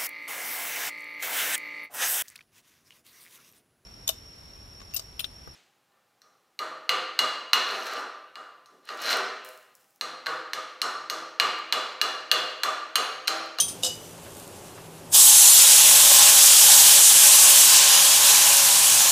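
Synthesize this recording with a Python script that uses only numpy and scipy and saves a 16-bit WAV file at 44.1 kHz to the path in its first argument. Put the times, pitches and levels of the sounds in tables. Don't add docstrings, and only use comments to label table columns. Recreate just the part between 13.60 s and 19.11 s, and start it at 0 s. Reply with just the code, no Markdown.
import sys
import numpy as np
from scipy import signal
from scipy.fft import rfft, irfft, next_fast_len
from scipy.io import wavfile
from scipy.ndimage import uniform_filter1d, minimum_filter1d

SR = 44100
rng = np.random.default_rng(int(sys.argv[2]) if len(sys.argv) > 2 else 0)


def persist_wave(psi):
    counts = np.round(np.clip(psi, -1, 1) * 32767).astype(np.int16)
    wavfile.write(sys.argv[1], SR, np.atleast_2d(counts).T)


def volts(x):
    e = np.asarray(x, float) / 20
    return 10 ** e


N = 242991
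FREQ_HZ = np.fft.rfftfreq(next_fast_len(N), 1 / SR) + 1e-3
TIME_S = np.arange(N) / SR

# (frequency [Hz], density [dB/Hz])
BURNER = [(15, -41), (25, -14), (54, -40), (98, -4.5), (131, -11.5), (159, -4.5), (238, -6), (393, -2.5),
          (441, -5), (567, -4), (649, -8), (802, -7.5), (2500, -23.5), (3250, -61), (5500, -120)]
# (frequency [Hz], width [Hz], level [dB])
FAN = [(87.5, 12, -60.5), (111.4, 9.8, -57), (162.6, 2.3, -57), (270, 9.9, -68), (324, 11, -74)]
BURNER_DB = -44.5

# (time [s], level [dB])
DRY_FIZZ = [(.1, -46.5), (.4, -48.5), (.6, -50.5), (.65, -49.5), (.7, -49), (.8, -49), (.9, -50),
            (1.2, -50.5), (1.5, -50.5)]
# (frequency [Hz], density [dB/Hz])
DRY_COLOUR = [(1060, -3), (1800, -14), (2120, -10.5), (2720, -1), (3980, -5), (7750, -3.5), (8710, -4),
              (12500, -7), (15500, -15)]
# (time [s], peak [dB], pitch [Hz])
TICKS = [(0.1984, -45, 9470), (0.3544, -28, 2940), (0.4944, -33, 5320), (0.5104, -35, 6890),
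         (0.5294, -35, 5410), (0.5786, -34, 9630), (0.7063, -33, 6650), (0.7502, -31, 8480),
         (0.7694, -30, 9480), (0.7994, -30, 8660), (0.8774, -29, 8540), (1.0834, -32, 8790),
         (1.1994, -40, 2700)]
# (start [s], end [s], pitch [Hz], level [dB])
SQUEAKS = [
    (0.38, 0.54, 5990, -51.5),
    (.41, .495, 12850, -55),
]
RUSTLE_S, RUSTLE_LENGTH_S, RUSTLE_HZ, RUSTLE_DB = 0.79, 0.07, 9500, 4.5

# (frequency [Hz], level [dB], t60 [s])
LADLE = [(1145, -29.5, 0.3), (2590, -13, 0.12), (3160, -9, 0.12), (3300, -20, .25), (3760, -15, 0.2),
         (3850, -25, 0.27), (4750, -17.5, 0.23), (5100, -21, .2), (5300, -6, 0.097), (5980, -15.5, 0.29),
         (6150, 2, 0.071), (6260, -12, 0.21), (6430, -17, 0.18), (6400, -17, 0.21), (7372, -28, 0.21),
         (7530, -17, .12), (8000, -20, 0.22), (7989, -15, 0.13), (8200, -21, 0.22), (8600, -12, 0.2),
         (8900, -17, 0.15), (9086, -9, 0.21), (9440, -22, .2), (9750, -6, 0.1), (10700, -21, .25),
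         (10900, -20, .15), (11400, -20, 0.18), (11650, -18, .17), (13000, -24, .13), (14450, -25, .12)]
TONGS = [(266, -20, 0.12), (510, -9, 0.13), (713, -20.5, 0.2), (2560, -25, .12), (2944, -11, .26),
         (2956, -11, .31), (3350, -26, .2), (3564, -16, 0.16), (3690, -6.5, 0.12), (3800, -7, .1),
         (4000, -26, .25), (4480, -24, .2), (4770, -19, 0.19), (4930, -13, .17), (4910, -22, .45),
         (5000, -22, 0.39), (5200, -14, 0.18), (5370, -15, .15), (6015, -7, 0.09), (6090, -21, .35),
         (6250, -17, .35), (6600, -21, .16), (7115, -19, 0.17), (7360, -21, .17), (7640, -14, .17),
         (7370, -11, 0.12), (8100, -16, .15), (9700, -14, .13), (11200, -15, 0.12), (11700, -16, .15)]
BOWL = [(680, -3, 0.16), (1060, -1, 0.15), (1650, -2, 0.12)]
# (time [s], strength [dB], crash above strength [dB], crash t60 [s])
LADLE_BLOWS = [
    (.0005, -17.5, -3, 0.11),
    (0.021, -38, -5, 0.12),
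    (0.081, -35.5, 2, 0.14),
]
TONG_BLOWS = [
    (.226, -44, 7, 0.12),
    (0.233, -27, 0.5, 0.11),
    (.245, -27, -0.5, 0.18),
    (.264, -32, -3, 0.099),
]
BOWL_BLOWS = [
    (.662, -50.5, 5, .14),
    (1.175, -52, 6, 0.15),
]
# (frequency [Hz], density [dB/Hz])
LADLE_CRASH = [(300, -18), (2000, -19), (2800, -11), (6000, -1), (10000, -7), (15500, -12)]
TONG_CRASH = [(150, -20), (550, -5), (1400, -10), (2100, -23), (3000, -4), (7000, 3.5), (12000, -11),
              (15500, -18)]
BOWL_CRASH = [(400, -6), (1100, 0), (2700, -6), (5000, -16)]

# (frequency [Hz], density [dB/Hz])
STEAM = [(330, -46), (540, -22.5), (900, -13), (1250, -13.5), (2150, -12), (2950, -4), (4700, -5),
         (6500, -1), (8000, 0), (9400, -2.5), (11500, -4), (13000, -9), (15300, -11), (15600, -12)]
# (frequency [Hz], width [Hz], level [dB])
PAN = [(460, 11, -8.5), (562.6, 10, -1), (576, 8.3, -3.5), (634, 9.4, -3.5), (696, 5.2, -6), (744, 12, -9),
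       (801, 25, 3.5), (825, 20, -1), (861, 24, 0.5), (910, 20, -16), (973, 3.7, -2), (1012, 21, -3.5),
       (1062, 10, 2.5), (1104, 21, -1), (1110, 24, -14), (1197, 16, -24), (1333, 40, -10), (1483, 23, -8),
       (1528, 20, -1.5), (1670, 43, 1), (1796, 30, -3), (2140, 30, -25), (2330, 20, -5), (2466, 20, -0.5)]
# (frequency [Hz], gain [dB])
SPOT = [(300, -0.5), (2900, -1.5), (3700, 0.5), (4600, -1.5), (5500, -1), (6400, -1), (8400, 0.5),
        (9400, -2.5), (10300, 2.5), (11500, -2), (12500, -2), (13600, 2), (14600, -0.5), (15600, -4)]
# (time [s], steam hiss [dB], share of hot base under water [0-1])
FLOW = [(1.55, -15, 0.32), (1.66, -13.5, 0.22), (1.92, -12, 0.09), (2.18, -14.5, 0.47), (2.44, -14, .5),
        (2.7, -14, 0.57), (2.96, -14.5, 0.47), (3.09, -11.5, 0.33), (3.48, -14.2, 0.18), (3.87, -14, 0.36),
        (4.14, -15.5, 0.65), (4.41, -16, 0.77), (4.55, -18, 0.68), (4.68, -16.5, 0.64), (4.86, -17, 0.7),
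        (5.04, -18, 0.73), (5.22, -19.5, 0.84), (5.5, -18.5, 0.67)]
# (time [s], gain [dB], length [s])
SURGES = [
    (1.584, 1.7, 0.063),
    (4.454, 1.5, 0.014),
    (5.416, 2.5, 0.022),
]
SPREAD_S = (1.9, 3.3)
FIRST_DROP_S, STREAM_S, DROPS_DB, DROPS_DB_PER_S, STREAM_DB_PER_S = 1.503, 1.549, -13, 1600, 560
FIRST_TILT = 0.11
# (bare base [dB], under water [dB])
FINE_DB, COARSE_DB, BOIL_DB = (-5.5, -7.5), (-10, -4.5), (-21.5, -13.5)
DRIFT_DB, DRIFT_PER_S = (0.77, 0.5, 0.37), 7
POOL_DB, POOL_S = -11, 0.21

ROOM_T60_S, ROOM_DB, PAN_ROOM_DB = 0.3, -9, -13.5
CEILING, TOP_HZ = 0.8, 15600
REFILL_FROM_S, REFILL_PER_S, REFILL_HZ, REFILL_WIDTH = 1.42, 6, (4600, 15000), 0.14
REFILL_REPEAT, REFILL_MORE, REFILL_OFFSET = 0.3, 0.4, 179


def unit(x):
    return x / np.sqrt(np.mean(x ** 2))


def shape(x, gain):
    return irfft(rfft(x, next_fast_len(N)) * gain, next_fast_len(N))[:N]


def colour(points):
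    hz, db = np.transpose(points)
    return volts(np.interp(np.log(FREQ_HZ), np.log(hz), db, left=-90, right=-90))


def band_rms(points, lo_hz, hi_hz):
    inside = (FREQ_HZ > lo_hz) * (FREQ_HZ < hi_hz)
    return np.sqrt(np.mean(colour(points) ** 2 * inside))


def resonances(modes):
    power = 0
    for hz, width_hz, db in modes:
        power = power + volts(db) ** 2 / width_hz / (1 + (2 * (FREQ_HZ - hz) / width_hz) ** 2)
    return np.sqrt(power)


def walk(rate_hz):
    hold = int(SR / rate_hz)
    steps = np.repeat(rng.standard_normal(N // hold + 1), hold)
    return unit(uniform_filter1d(uniform_filter1d(steps, hold), hold)[:N])


def droplets(per_s, spread_db, smooth):
    size_luck, sign_luck, when = rng.random((int(4000 * N / SR), 3)).T
    size = volts(np.minimum(-spread_db * np.log(size_luck + 1e-9), 20)) * (2 * sign_luck - 1)
    used = int(min(per_s, 4000) * N / SR)
    pops = np.bincount((when[:used] * N).astype(int), size[:used], N)
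    blur = rng.standard_normal(N) * smooth
    return (unit(pops) + blur) / np.hypot(1, smooth)


def sizzle(points, lowest_octave, band_db, per_s, spread_db, smooth, shared_db, own_db, quick_db):
    spectrum = 0
    sputter_db = shared_db * walk(14) + quick_db * walk(45)
    for octave in np.arange(lowest_octave, 14.1, 1 / 3):
        band = np.cos(np.pi / 2 * np.clip(3 * (np.log2(FREQ_HZ) - octave), -1, 1))
        flicker_db = sputter_db + own_db * walk(9) + quick_db * walk(60)
        burst = droplets(per_s, spread_db, smooth) * volts(flicker_db + band_db(2 ** octave))
        spectrum = spectrum + rfft(burst, next_fast_len(N)) * band
    return irfft(spectrum * colour(points), next_fast_len(N))[:N]


def stove():
    roar = unit(shape(rng.standard_normal(N), colour(BURNER))) * volts(BURNER_DB - 1.5 + 0.19 * walk(4.8))
    drone = unit(shape(rng.standard_normal(N), resonances(FAN)))
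    both = roar + drone * np.sqrt(sum(volts(db) ** 2 for _, _, db in FAN))
    return both + shape(both, FREQ_HZ < 95) * np.interp(TIME_S, [0.3, 5.3], [0.3, -0.3])


def grain_fizz():
    fizz_db = np.interp(TIME_S, *np.transpose(DRY_FIZZ))
    rustle_db = RUSTLE_DB * np.exp(-((TIME_S - RUSTLE_S) / RUSTLE_LENGTH_S) ** 2)

    def band_db(hz):
        return fizz_db + rustle_db * np.exp(-np.log2(hz / RUSTLE_HZ) ** 2 / 0.3)

    fizz = sizzle(DRY_COLOUR, 32 / 3, band_db, per_s=470, spread_db=5.0, smooth=3.5,
                  shared_db=1.1, own_db=0.7, quick_db=0.74)
    return fizz / band_rms(DRY_COLOUR, 2500, 15000)


def grain_ticks():
    out, t = np.zeros(N), TIME_S[:SR // 50]
    for s, db, hz in TICKS:
        snap = rng.standard_normal(len(t)) * volts(-60 * t / 0.0069)
        snap = snap + 0.31 * np.sin(2 * np.pi * hz * t) * volts(-60 * t / 0.008)
        start = int(s * SR)
        out[start:start + len(t)] += volts(db - 5) * np.convolve(snap, [0.5, 0.34, -0.34, -0.5], "same")
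    return out


def grip_squeaks():
    out = np.zeros(N)
    for start_s, end_s, hz, db in SQUEAKS:
        press = np.sin(np.pi * np.clip((TIME_S - start_s) / (end_s - start_s), 0, 1)) ** 0.8
        phase = 2 * np.pi * np.cumsum(hz * (1 + 0.0043 * walk(39))) / SR
        out += volts(db + 2.5 * walk(70)) * press * np.sin(phase)
    return out


def strike(modes, blows, crash_colour, scatter_db, rattle_db):
    out, t = np.zeros(N), TIME_S[:SR // 2]
    hz, db, t60_s = np.transpose(modes)[:, :, None]
    crash = unit(shape(rng.standard_normal(N), colour(crash_colour)))
    for s, blow_db, crash_db, crash_t60_s in blows:
        start = int(s * SR)
        level_luck, phase_luck = rng.standard_normal((2, len(modes), 1))
        rattle = np.repeat(rng.standard_normal((len(modes), 63)), 350, axis=1)
        rattle = uniform_filter1d(rattle, size=350) * np.minimum(hz / 3000, 1)
        ring_db = db + scatter_db * level_luck + rattle_db * rattle - 60 * t / t60_s
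        ring = volts(ring_db) * np.sin(2 * np.pi * hz * (t + s) + 0.49 * phase_luck)
        both = ring.sum(axis=0) + crash[start:start + len(t)] * volts(crash_db - 60 * t / crash_t60_s)
        out[start:start + len(t)] += volts(blow_db) * both * np.minimum(t / 0.0011, 1)
    return out


def onset_db():
    knee_s = STREAM_S + DROPS_DB / STREAM_DB_PER_S
    drops = DROPS_DB_PER_S * np.clip(TIME_S - knee_s, FIRST_DROP_S - knee_s, 0)
    stream = STREAM_DB_PER_S * np.clip(TIME_S - STREAM_S, knee_s - STREAM_S, 0)
    return drops + stream


def steam_hiss(hiss_db, fine_db, coarse_db, boil_db, rise_db):
    fine = fine_db + 6.5 - FIRST_TILT * rise_db
    coarse = coarse_db + 7 + FIRST_TILT * rise_db
    boil = boil_db + 17.0
    pool = (boil + coarse) / 2 + POOL_DB * np.exp(-np.maximum(TIME_S - 1.53, 0) / POOL_S)
    centres = np.log([900, 1800, 3300, 7000, 13000])

    def band_db(hz):
        shares = [np.interp(np.log(hz), centres, row) for row in np.eye(5)]
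        return sum(share * part for share, part in zip(shares, (boil, pool, coarse, 0, fine))) + hiss_db

    steam = sizzle(STEAM, 26 / 3, band_db, per_s=3000, spread_db=2.5, smooth=2.47,
                   shared_db=0.14, own_db=0.68, quick_db=0.68)
    steam = steam / band_rms(STEAM, 5000, 10000)
    spread = np.interp(TIME_S, SPREAD_S, [0, 1])
    return spread * steam + (1 - spread) * shape(steam, colour(SPOT))


def pan_ring():
    boiling = droplets(per_s=900, spread_db=2.5, smooth=1.56) * volts(1.34 * walk(16))
    low, high = shape(boiling, resonances(PAN[:9])), shape(boiling, resonances(PAN[9:]))
    low = low - shape(low, FREQ_HZ < 720) * np.interp(TIME_S, [1.7, 2.3], [0.7, 0])
    return unit(low + high * volts(np.interp(TIME_S, [3.45, 3.7], [-2.5, 2.5])))


def pour():
    s, flow_db, covered = np.transpose(FLOW)
    cover = np.interp(TIME_S, s, covered)
    rise_db = onset_db()
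    hiss_db = np.interp(TIME_S, s, flow_db) + rise_db - 60 * (TIME_S < FIRST_DROP_S)
    for at_s, db, length_s in SURGES:
        hiss_db = hiss_db + db * np.exp(-((TIME_S - at_s) / length_s) ** 2)
    fine_db, coarse_db, boil_db = (bare + (wet - bare) * cover + drift_db * walk(DRIFT_PER_S)
                                   for (bare, wet), drift_db in zip((FINE_DB, COARSE_DB, BOIL_DB), DRIFT_DB))
    steam = steam_hiss(hiss_db, fine_db, coarse_db, boil_db, rise_db)
    return volts(0.15) * steam + pan_ring() * volts(hiss_db + boil_db - 0.7)


def scene():
    background = stove()
    clinks = strike(LADLE, LADLE_BLOWS, LADLE_CRASH, scatter_db=3.2, rattle_db=5.5)
    clinks = clinks + strike(TONGS, TONG_BLOWS, TONG_CRASH, scatter_db=-1.5, rattle_db=7.5)
    clinks = clinks + strike(BOWL, BOWL_BLOWS, BOWL_CRASH, scatter_db=0.5, rattle_db=7.0)
    pan = grain_fizz() + grain_ticks() + grip_squeaks() + pour()
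    t = TIME_S[:SR // 2]
    walls = rng.standard_normal(len(t)) * volts(-60 * t / ROOM_T60_S) * (t > 0.004)
    walls = walls / np.sqrt(np.sum(walls ** 2))
    sent = volts(ROOM_DB) * clinks + volts(PAN_ROOM_DB) * pan
    mono = background + clinks + pan + signal.fftconvolve(sent, walls)[:N]
    return np.array([mono, mono])


def refill(x):
    out, hop = x.copy(), 1024
    bins, taps = np.arange(hop) + 0.5, np.arange(2 * hop) + 0.5
    window = signal.windows.kaiser_bessel_derived(2 * hop, 4 * np.pi)
    basis = window * np.cos(np.pi / hop * np.outer(bins, taps + hop / 2)) * np.sqrt(2 / hop)
    lowest_hz, highest_hz = REFILL_HZ
    bands = []
    for frame in range(int(REFILL_FROM_S * SR / hop), (N - REFILL_OFFSET) // hop - 1):
        (swap, again, _), (_, *more), place, wide = rng.random(size=(4, 3))
        start = REFILL_OFFSET + hop * frame
        if again > REFILL_REPEAT:
            bands = []
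        if swap < REFILL_PER_S * hop / SR:
            hz = lowest_hz * (highest_hz / lowest_hz) ** place
            half_hz = hz * REFILL_WIDTH * (0.5 + wide) / 2
            edges_hz = zip(hz - half_hz, hz + half_hz)
            bands = [band for band, luck in zip(edges_hz, [0, *more]) if luck < REFILL_MORE]
        if not bands:
            continue
        picked = np.zeros(hop, bool)
        for lo_hz, hi_hz in bands:
            picked[int(lo_hz * 2 * hop / SR):int(hi_hz * 2 * hop / SR)] = True
        old = x[:, start:start + 2 * hop] @ basis[picked].T
        size = np.sqrt(3 * uniform_filter1d(old ** 2, size=48))
        new = rng.uniform(-1.04, 1, (2, hop))[:, picked] * size
        out[:, start:start + 2 * hop] += (new - old) @ basis[picked]
    return out


def band_limit(x):
    return signal.sosfilt(signal.butter(12, 16720, fs=SR, output="sos"), x)


def record(dry):
    need = np.minimum(CEILING / (np.abs(dry) + 1e-9), 1)
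    held = dry * uniform_filter1d(minimum_filter1d(need, size=129), size=129)
    top_cut = np.clip((TOP_HZ - FREQ_HZ) / 120, 0, 1)
    mix = refill(np.array([shape(channel, top_cut) for channel in held]))
    return band_limit(mix)


dry = scene()
out = record(dry)
persist_wave(out)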